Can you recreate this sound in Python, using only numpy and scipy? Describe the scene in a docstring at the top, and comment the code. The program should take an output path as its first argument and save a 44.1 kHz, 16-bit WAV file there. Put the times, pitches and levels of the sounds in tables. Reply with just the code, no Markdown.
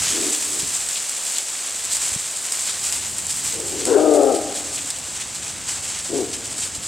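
"""Hound puppies run through dry fallen leaves in an open yard. Every bound breaks brittle leaf edges,
so thousands of tiny clicks blend into a crackle; now and then a whole leaf collapses or a stem snaps.
Off to the left a hound gives a gruff woof, low grumbles, a long hoarse bay (a howl) and another woof:
its vocal folds pulse, its throat shapes the tone, and trees and sheds echo it back.
Under it lie a few dull thumps, faint outdoor air and a low distant rumble."""
import sys
import numpy as np
from scipy import signal
from scipy.fft import rfft, irfft, next_fast_len
from scipy.io import wavfile
from scipy.ndimage import uniform_filter1d, minimum_filter1d, map_coordinates

SR = 44100
rng = np.random.default_rng(int(sys.argv[2]) if len(sys.argv) > 2 else 0)


def int16_out(signal):
    """Quantize to a 16-bit WAV file."""
    q = np.round(np.clip(np.atleast_2d(signal).T, -1, 1) * 32767)
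    wavfile.write(sys.argv[1], SR, q.astype(np.int16))


N = 302967
TOP_HZ = 15900  # the highest frequency heard

# tone colours of the crisp crackle and the deeper crunch: f/Hz, level/dB
CRISP_COLOUR = [(40, -78), (500, -47), (2500, -23.5), (5000, -8.5), (6100, -13), (7200, -0.5), (8050, 1),
                (9000, -6.5), (10500, -15), (13000, -25.5), (15800, -30.5)]
CRUNCH_COLOUR = [(25, -46), (60, -24), (110, -19), (300, -9.5), (800, -5), (1500, -2), (3000, 2),
                 (5000, -1), (6500, 5.5), (10000, -13.5), (15800, -48)]
# the top treble dulls as the puppies leave the microphone's aim: t/s, treble boost/dB
TREBLE_BOOST = [(0, 4), (3.4, 3.5), (6.87, -2)]
def leaves():
    """Each bound breaks brittle leaf edges and crushes the leaves below; the clicks come in clumps."""
    crisp_gain, crunch_gain = paws()
    treble_db, = curves(TREBLE_BOOST)
    clumps = amp(0.59 * wobble(35) + 0.7 * wobble(220))
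    crisp = coloured(fractures(count=75000, size_db=1.5, decay_s=0.00011) * clumps, CRISP_COLOUR)
    crunch = coloured(fractures(count=60000, size_db=2.0, decay_s=0.00013) * clumps, CRUNCH_COLOUR)
    rustle = amp(-0.16) * crisp_gain * unit(crisp) + amp(0.9) * crunch_gain * unit(crunch)
    treble = signal.sosfiltfilt(signal.butter(3, 10500, "high", fs=SR, output="sos"), rustle)
    return diffuse(*(rustle + (amp(treble_db) - 1) * treble))


# steady stirring of the leaves, fading as the puppies run off: t/s, crackle/dB, crunch/dB
LEAF_STIR = [(0.0, -23.5, -26), (0.2, -25.5, -29.5), (0.45, -26, -33.5), (1.0, -28.5, -33.5),
             (1.55, -29.5, -35.5), (2.1, -29.0, -32), (2.3, -28.5, -35.6), (2.8, -29.5, -35),
             (3.2, -29.5, -37.5), (3.8, -31, -35.5), (4.25, -33, -38.5), (4.7, -30, -36), (5.6, -34, -38.5),
             (5.9, -32, -39), (6.3, -33, -39), (6.87, -35, -39.8)]
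# paws landing: t/s, time pressing down/s, crackle/dB, crunch/dB
PAW_STEPS = [(0.004, 0.17, -28.5, -30.8), (0.221, 0.077, -27, -34.5), (0.307, 0.043, -24.5, -33),
             (0.39, 0.041, -28.4, -34.5), (0.522, 0.013, -26.2, -34.7), (0.582, 0.026, -25, -33),
             (0.662, 0.014, -28.1, -31), (0.727, 0.038, -25.5, -33.1), (0.798, 0.022, -27, -34.5),
             (0.871, 0.1, -29, -39), (1.078, 0.013, -28, -37), (1.15, 0.033, -30.3, -45),
             (1.24, 0.085, -26.5, -35), (1.331, 0.059, -29, -32.5), (1.612, 0.099, -36, -37.5),
             (1.826, 0.034, -27, -34), (1.905, 0.055, -24.5, -45), (1.995, 0.099, -24.5, -31),
             (2.123, 0.015, -27, -34), (2.349, 0.024, -27.5, -53), (2.435, 0.056, -31.5, -36),
             (2.497, 0.18, -28, -34.5), (2.656, 0.051, -27, -32.5), (2.733, 0.011, -31, -30.5),
             (2.819, 0.078, -25.5, -33), (2.907, 0.056, -26.7, -33.5), (3.011, 0.044, -33.9, -33.5),
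             (3.173, 0.014, -33, -36.3), (3.277, 0.033, -24, -33.5), (3.331, 0.076, -28, -37.9),
             (3.429, 0.074, -24.5, -32.5), (3.512, 0.03, -28, -34), (3.655, 0.048, -28.5, -48),
             (3.777, 0.043, -30, -34), (3.834, 0.066, -29.5, -35.3), (4.123, 0.033, -28.5, -37),
             (4.334, 0.03, -29, -38), (4.533, 0.06, -28.5, -41), (4.723, 0.061, -31, -48),
             (4.834, 0.087, -38, -49), (5.129, 0.04, -33.2, -34.5), (5.198, 0.017, -29.5, -35.7),
             (5.337, 0.019, -28, -36), (5.404, 0.102, -32.5, -36.5), (5.664, 0.074, -27.5, -32.5),
             (5.739, 0.042, -31, -35), (5.818, 0.1, -29.5, -33.5), (5.93, 0.075, -33, -33.5),
             (6.029, 0.045, -31.4, -35.5), (6.125, 0.093, -31.5, -38.5), (6.324, 0.019, -27.5, -33),
             (6.437, 0.013, -27.5, -35), (6.491, 0.04, -31.5, -41), (6.554, 0.11, -26, -35.5),
             (6.739, 0.018, -28.5, -43), (6.816, 0.061, -28.5, -39.4)]
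def paws():
    """Loudness of the crackle and of the crunch: every paw adds its power to the steady stirring."""
    power = np.pad(amp(curves(LEAF_STIR)) ** 2, ((0, 0), (0, SR)))
    t = np.arange(SR // 3) / SR
    for start, press, crisp_db, crunch_db in PAW_STEPS:
        sink_s = 0.012 + 0.13 * press  # a slow step sinks in for longer
        push = envelope(t, hold=press, attack=sink_s, release=0.025)
        power[:, round(start * SR):][:, :len(t)] += (amp([[crisp_db], [crunch_db]]) * push) ** 2
    return np.sqrt(power[:, :N])


def fractures(count, size_db, decay_s):
    """Tiny breaks in leaves, each a short ring with its own pitch, size and place: middle and side."""
    when, pitch, size, place, phase = rng.random((count, 5)).T
    t = np.arange(SR // 700) / SR
    rings = np.cos(2 * np.pi * (TOP_HZ * pitch[:, None] * t + phase[:, None])) * np.exp(-t / decay_s)
    rings *= amp(-size_db * np.log(size + .012))[:, None]  # many quiet breaks, a few loud ones
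    index = ((when * N).astype(int)[:, None] + np.arange(len(t))).ravel()
    pan = 2 * place[:, None] - 1
    return np.array([unit(np.bincount(index, (rings * share).ravel())[:N]) for share in (1, pan)])


# whole leaves crushed under a paw, plus the longer ring of the two stem snaps at 3.855 s and 4.908 s: t/s,
# level/dB, f/Hz, length/s
CRUSHED_LEAVES = [(.97, -22, 3470, .02), (1.378, -26.5, 4040, .03), (1.928, -24.5, 4500, 0.039),
                  (2.698, -24.5, 4130, 0.032), (2.93, -28, 3000, 0.0064), (3.475, -39, 4000, 0.025),
                  (3.855, -18, 5200, 0.0014), (4.565, -30, 4200, 0.027), (4.786, -26, 3010, 0.019),
                  (4.908, -18.5, 4280, 0.003), (5.22, -31, 2890, .012), (5.36, -30, 4240, 0.012),
                  (6.34, -33.5, 3910, 0.022), (6.631, -29, 2880, 0.023)]
def crushes():
    """A curled leaf collapses in a short spray of clicks that rings its papery shell."""
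    spray = fractures(count=25000, size_db=5.5, decay_s=0.000053)[0]
    out = np.zeros(N + SR)
    for centre, db, hz, length in CRUSHED_LEAVES:
        first, last = round((centre - 2 * length) * SR), round((centre + 2 * length) * SR)
        near = np.arange(max(first, 0), min(last, N))
        shell = signal.lfilter(*signal.butter(2, [hz / 1.35, hz * 1.35], "band", fs=SR), spray[near])
        swell = np.exp(-2 * ((near / SR - centre) / length) ** 2)
        out[near] += amp(db - 4.5) * unit(shell) * swell
    return out[:N]


# single stems and stiff leaves snapping: t/s, level/dB
STEM_SNAPS = [(0.8879, -9), (0.9764, -12), (1.0944, -10), (1.2501, -11), (1.3838, -8.5), (1.9335, -10),
              (1.9684, -6.5), (2.15, -17), (2.5217, -7), (2.9244, -8), (3.1832, -11), (3.2675, -12),
              (3.6012, -12.5), (3.8536, -7.5), (4.2328, -11), (4.3485, -13), (4.9033, -9), (4.9861, -16),
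              (4.9974, -20), (6.7496, -18)]
def snaps():
    """A stem breaks with one sharp crack, then the leaves around it shiver."""
    t = np.arange(SR // 30) / SR
    crack = np.exp(-t / 0.0013)
    shiver = amp(-12) * np.exp(-t / 0.007)
    bursts = np.zeros(N + SR)
    for start, db in STEM_SNAPS:
        bursts[round(start * SR):][:len(t)] += amp(db) * (crack + shiver) * rng.choice([-1, 1], len(t))
    return amp(5.5) * coloured(bursts[:N], CRISP_COLOUR) + amp(-12) * coloured(bursts[:N], CRUNCH_COLOUR)


# the long howl: t/s, f/Hz, level/dB, brightness from the open mouth/dB, roughness (1 is all rasp)
HOWL = [(3.86, 248.9, -16.5, -8, 0.55), (3.925, 256, -20.5, -11, 1.02), (3.98, 306.6, -15.5, 1, 0.33),
        (4.05, 311.2, -15, 3.5, 0.42), (4.16, 298, -18, 7, 0.3), (4.235, 273.4, -19, 12, 0.59),
        (4.31, 259.3, -23, 10, 0.34), (4.35, 204, -27.5, 10, 0.1), (4.39, 166, -37, 2, .4)]
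# a second part of the vocal folds: a brief yelp gliding down, then a tone near one and a half times the main
# pitch: t/s, f/Hz, level/dB
SECOND_TONE = [(3.88, 513, -37), (3.92, 463.5, -7.5), (3.94, 438, -17.5), (3.96, 410, -2.5),
               (4.0, 429, -29), (4.055, 483.2, -17), (4.11, 467.6, -20), (4.15, 411.3, -17),
               (4.2, 398.7, -17.5), (4.27, 424.6, -13.5), (4.315, 406, -27), (4.378, 320, -20.5)]
# tone colours of the throat with the jaw open, and just as it flies open: f/Hz, level/dB
OPEN_JAW = [(100, -48.5), (200, -3.5), (280, 6), (420, 8), (600, 3.5), (780, 0.5), (900, -20),
            (1080, -25.5), (1240, -14), (1400, -27), (1650, -33), (2200, -60), (4000, -52)]
GAPING_JAW = [(400, -41), (750, -2), (980, 5.5), (1150, -7), (1400, 3.5), (1650, -3), (1900, -16),
              (3000, -51)]
def bay():
    """A hoarse two-voiced howl arches up and drops away; the opening mouth brightens it."""
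    pitch_hz, level_db, open_db, rough = curves(HOWL)
    voice = vocal_folds(pitch_hz, rough, OPEN_JAW, jitter=0.008, uneven=0.4, rasp_hz=300)
    chest = signal.sosfiltfilt(signal.butter(2, 560, fs=SR, output="sos"), voice)
    howl = amp(level_db - 1.5) * (chest + amp(open_db) * (voice - chest)) * during(HOWL)
    second_hz, second_db = curves(SECOND_TONE)
    phase = 2 * np.pi * np.cumsum(second_hz * (1 + 0.0164 * wobble(120))) / SR
    second = np.sqrt(2) * amp(second_db - 4.5) * np.sin(phase) * during(SECOND_TONE)
    opening_burst = envelope(np.arange(N) / SR - 3.845, hold=0.11, attack=0.084, release=0.058)
    rasp = unit(coloured(rng.standard_normal(N), GAPING_JAW))
    return howl + second + amp(-30) * opening_burst * rasp


# woofs and grumbles: t/s, length/s, f/Hz, share of pitch lost, level/dB, roughness, throat size
BARKS = [(.09, .21, 160.1, 0.13, -30, .45, 1.11), (0.369, 0.29, 139, .1, -42.5, 1, 1.05),
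         (3.51, 0.16, 215, .15, -34.5, 0.96, 0.91), (3.659, 0.198, 195, .1, -31.5, 0.7, 0.97),
         (6.086, .14, 141.1, .25, -22, 0.19, 1.03)]
# tone colour of the throat with the jaw nearly shut: f/Hz, level/dB
SHUT_JAW = [(100, -22), (210, -17.5), (280, -1), (410, 3), (490, -4), (600, -14.5), (740, -13), (880, -22),
            (1300, -48), (3000, -50)]
def woofs():
    """Gruff barks and grumbles through nearly shut jaws: a rough start, then the pitch arches and sags."""
    crest, release_s = 0.423, 0.0156  # the pitch is highest at this share of the length; fade time
    t = np.arange(SR // 2) / SR
    out = np.zeros(N + SR)
    for start, length, hz, fall, db, rough, size in BARKS:
        progress = np.minimum(t, length + release_s) / length
        pitch_hz = hz * (1 - fall * ((progress - crest) / (1 - crest)) ** 2)
        throat = [(f / size, level) for f, level in SHUT_JAW]  # a bigger throat rings lower
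        roughness = rough + 0.65 * np.exp(-t / 0.045)  # rougher until the folds settle
        voice = vocal_folds(pitch_hz, roughness, throat, jitter=0.017, uneven=0.41, rasp_hz=216)
        swell = envelope(t, hold=length, attack=0.44 * length, release=release_s)
        out[round(start * SR):][:len(t)] += amp(db) * swell * voice
    return out[:N]


def vocal_folds(pitch_hz, rough, throat, jitter, uneven, rasp_hz):
    """Unsteady pulses, strong and weak in turn, and a rasp that throbs with them pass through the throat."""
    phase = 2 * np.pi * np.cumsum(pitch_hz * (1 + jitter * wobble(140)[:len(pitch_hz)])) / SR
    pulses = np.diff(np.floor(phase / (2 * np.pi)), prepend=0) * (1 + uneven * np.cos(phase / 2))
    rasp = rng.standard_normal(len(phase)) * (1 + 0.53 * np.cos(phase))
    rasp = signal.sosfilt(signal.butter(5, rasp_hz, "high", fs=SR, output="sos"), rasp)
    parts = coloured(np.array([pulses - pulses.mean(), rasp]), throat)
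    # steady lung pressure keeps the power even from cycle to cycle
    tone, noise = parts / np.sqrt(np.abs(uniform_filter1d(parts ** 2, size=600)) + 1e-12)
    share = np.clip(rough, 0, 1)
    return np.sqrt(1 - share) * tone + np.sqrt(share) * noise


# how long the yard echoes: f/Hz, time to fade by 60 dB/s
ECHO_TIMES = [(150, 2.46), (400, 0.53), (800, 1.38), (2000, 1.73), (8000, 0.11)]
def yard(sound):
    """Scattered echoes from trunks and sheds; the treble dies first."""
    hz, t, noise = signal.stft(rng.standard_normal((2, SR + SR // 2)), SR, nperseg=256)
    fade = amp(-60 * t / along(ECHO_TIMES, hz)[:, None])
    build_up = 1 - np.exp(-t / 0.024)
    tail = signal.istft(noise * fade * build_up, SR, nperseg=256)[1]
    mid, side = signal.fftconvolve(sound[None], tail / np.linalg.norm(tail[0]), axes=1)[:, :N]
    return placed(diffuse(mid, side), left_db=2.5)


# dull thumps: t/s, level/dB, f/Hz
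DULL_THUMPS = [(0.019, -34, 130), (0.073, -35, 125), (.628, -28, 141.4), (2.118, -35, 80),
               (2.16, -23.5, 144), (6.775, -32, 85)]
def thumps():
    """Soft, dull blows: a low push that swells and dies within three cycles."""
    t = np.arange(SR // 8) / SR
    out = np.zeros(N + SR)
    for start, db, hz in DULL_THUMPS:
        cycles = hz * t
        swell = (2 * cycles * np.exp(1 - 2 * cycles)) ** 2
        out[round(start * SR):][:len(t)] += amp(db) * np.sin(2 * np.pi * cycles) * swell
    return placed(out[:N], left_db=2)


# the distant rumble rising and falling: t/s, level/dB
RUMBLE_SWELLS = [(0, -41.5), (.3, -62), (.65, -48.5), (1.2, -75), (2.05, -55), (2.45, -64), (2.9, -51),
                 (3.7, -46.5), (4.25, -51.5), (6.87, -48)]
# tone colours of the rumble and the air: f/Hz, level/dB
RUMBLE_COLOUR = [(20, -55), (45, -14), (60, -11.5), (75, -3.5), (105, -7.5), (160, -10.5), (300, -14.5),
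                 (900, -38.5)]
AIR_COLOUR = [(30, -48), (100, -9.5), (300, -5), (700, -0.5), (1500, -5), (4000, -8), (9000, -23),
              (15000, -51)]
def background():
    """A far rumble, a little to the right, and the soft hush of open air."""
    rumble = spread(*unit(coloured(rng.standard_normal((2, N)), RUMBLE_COLOUR)), side_db=-10)
    air = diffuse(*unit(coloured(rng.standard_normal((2, N)), AIR_COLOUR)))
    rumble_db, = curves(RUMBLE_SWELLS)
    return placed(amp(rumble_db + 4.5) * rumble, left_db=-1.5) + amp(-42.5) * air


# how wide the microphones hear the sound: f/Hz, side compared with middle/dB
STEREO_WIDTH = [(200, -14), (1300, -23), (2200, -39.5), (4500, -57), (5500, -13.5), (6800, -11.5),
                (8500, -14.5), (11000, -20.5), (15000, -42)]
def diffuse(mid, side):
    """Stereo for a scattered sound; the close-set microphones keep it narrow in the middle band, wide only in
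    the low notes and the treble."""
    return spread(mid, coloured(side, STEREO_WIDTH), side_db=0)


def spread(mid, side, side_db):
    """Left is the middle plus the side signal; right is the middle minus it."""
    return mid + amp(side_db) * np.array([side, -side])


def placed(x, left_db):
    """Stereo with the left louder than the right by left_db."""
    gains = amp([[left_db / 2], [-left_db / 2]])
    return x * gains / gains.mean()


def amp(db):
    """Decibels to gain."""
    return 10 ** (np.asarray(db) / 20)


def unit(x):
    """Scale to an average power of 1."""
    return x / np.sqrt(np.mean(x ** 2) + 1e-20)


def along(points, hz):
    """Read between (f/Hz, value) points on a log frequency scale."""
    f, v = np.transpose(points)
    return np.interp(np.log(hz + 1), np.log(f + 1), v)


def curves(rows):
    """One value per sample for each column after the time."""
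    times, *columns = np.transpose(rows)
    return [np.interp(np.arange(N) / SR, times, column) for column in columns]


def envelope(t, hold, attack, release):
    """Rises over the attack, stays until t reaches hold, then dies away; all in seconds."""
    return np.clip(t / attack, 0, 1) * np.exp(-np.clip((t - hold) / release, 0, 20))


def during(rows):
    """Fade in at a table's first time and out after its last."""
    start, end = rows[0][0], rows[-1][0]
    return envelope(np.arange(N) / SR - start, hold=end - start, attack=0.016, release=0.0095)


def wobble(rate):
    """A smooth curve through random points, rate of them a second."""
    points = np.random.default_rng(rng.integers(2 ** 31)).standard_normal(int(N * rate / SR) + 4)
    return map_coordinates(points, [np.arange(N) * rate / SR])


def coloured(x, colour):
    """Filter x to a tone colour given as (f/Hz, level/dB) points."""
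    size = 2 * next_fast_len(x.shape[-1] // 2 + SR // 8)
    cepstrum = irfft(np.log(amp(along(colour, np.fft.rfftfreq(size, 1 / SR)))))
    cepstrum[1:size // 2] *= 2  # fold it so the filter rings after a click, never before
    cepstrum[size // 2 + 1:] = 0
    return irfft(rfft(x, size) * np.exp(rfft(cepstrum)), size)[..., :x.shape[-1]]


def scene():
    """The puppies ahead, the hound on the left, the yard around them."""
    howl, barks = bay(), woofs()
    hound = placed(howl, left_db=9.0) + placed(barks, left_db=6.5) + amp(-13.5) * yard(howl + barks)
    return leaves() + crushes() + snaps() + hound + thumps() + background()


def record(dry):
    """A limiter holds down the tallest peaks, and everything above TOP_HZ is cut."""
    ceiling, window = 0.78, 221  # peak height; samples
    gain = np.minimum(1, ceiling / (np.abs(dry).max(axis=0) + 1e-9))
    limited = dry * uniform_filter1d(minimum_filter1d(gain, window), window)
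    size = next_fast_len(N + SR // 2)
    in_band = np.fft.rfftfreq(size, 1 / SR) < TOP_HZ
    return irfft(rfft(limited, size) * in_band, size)[..., :N]


dry = scene()
out = record(dry)
int16_out(out)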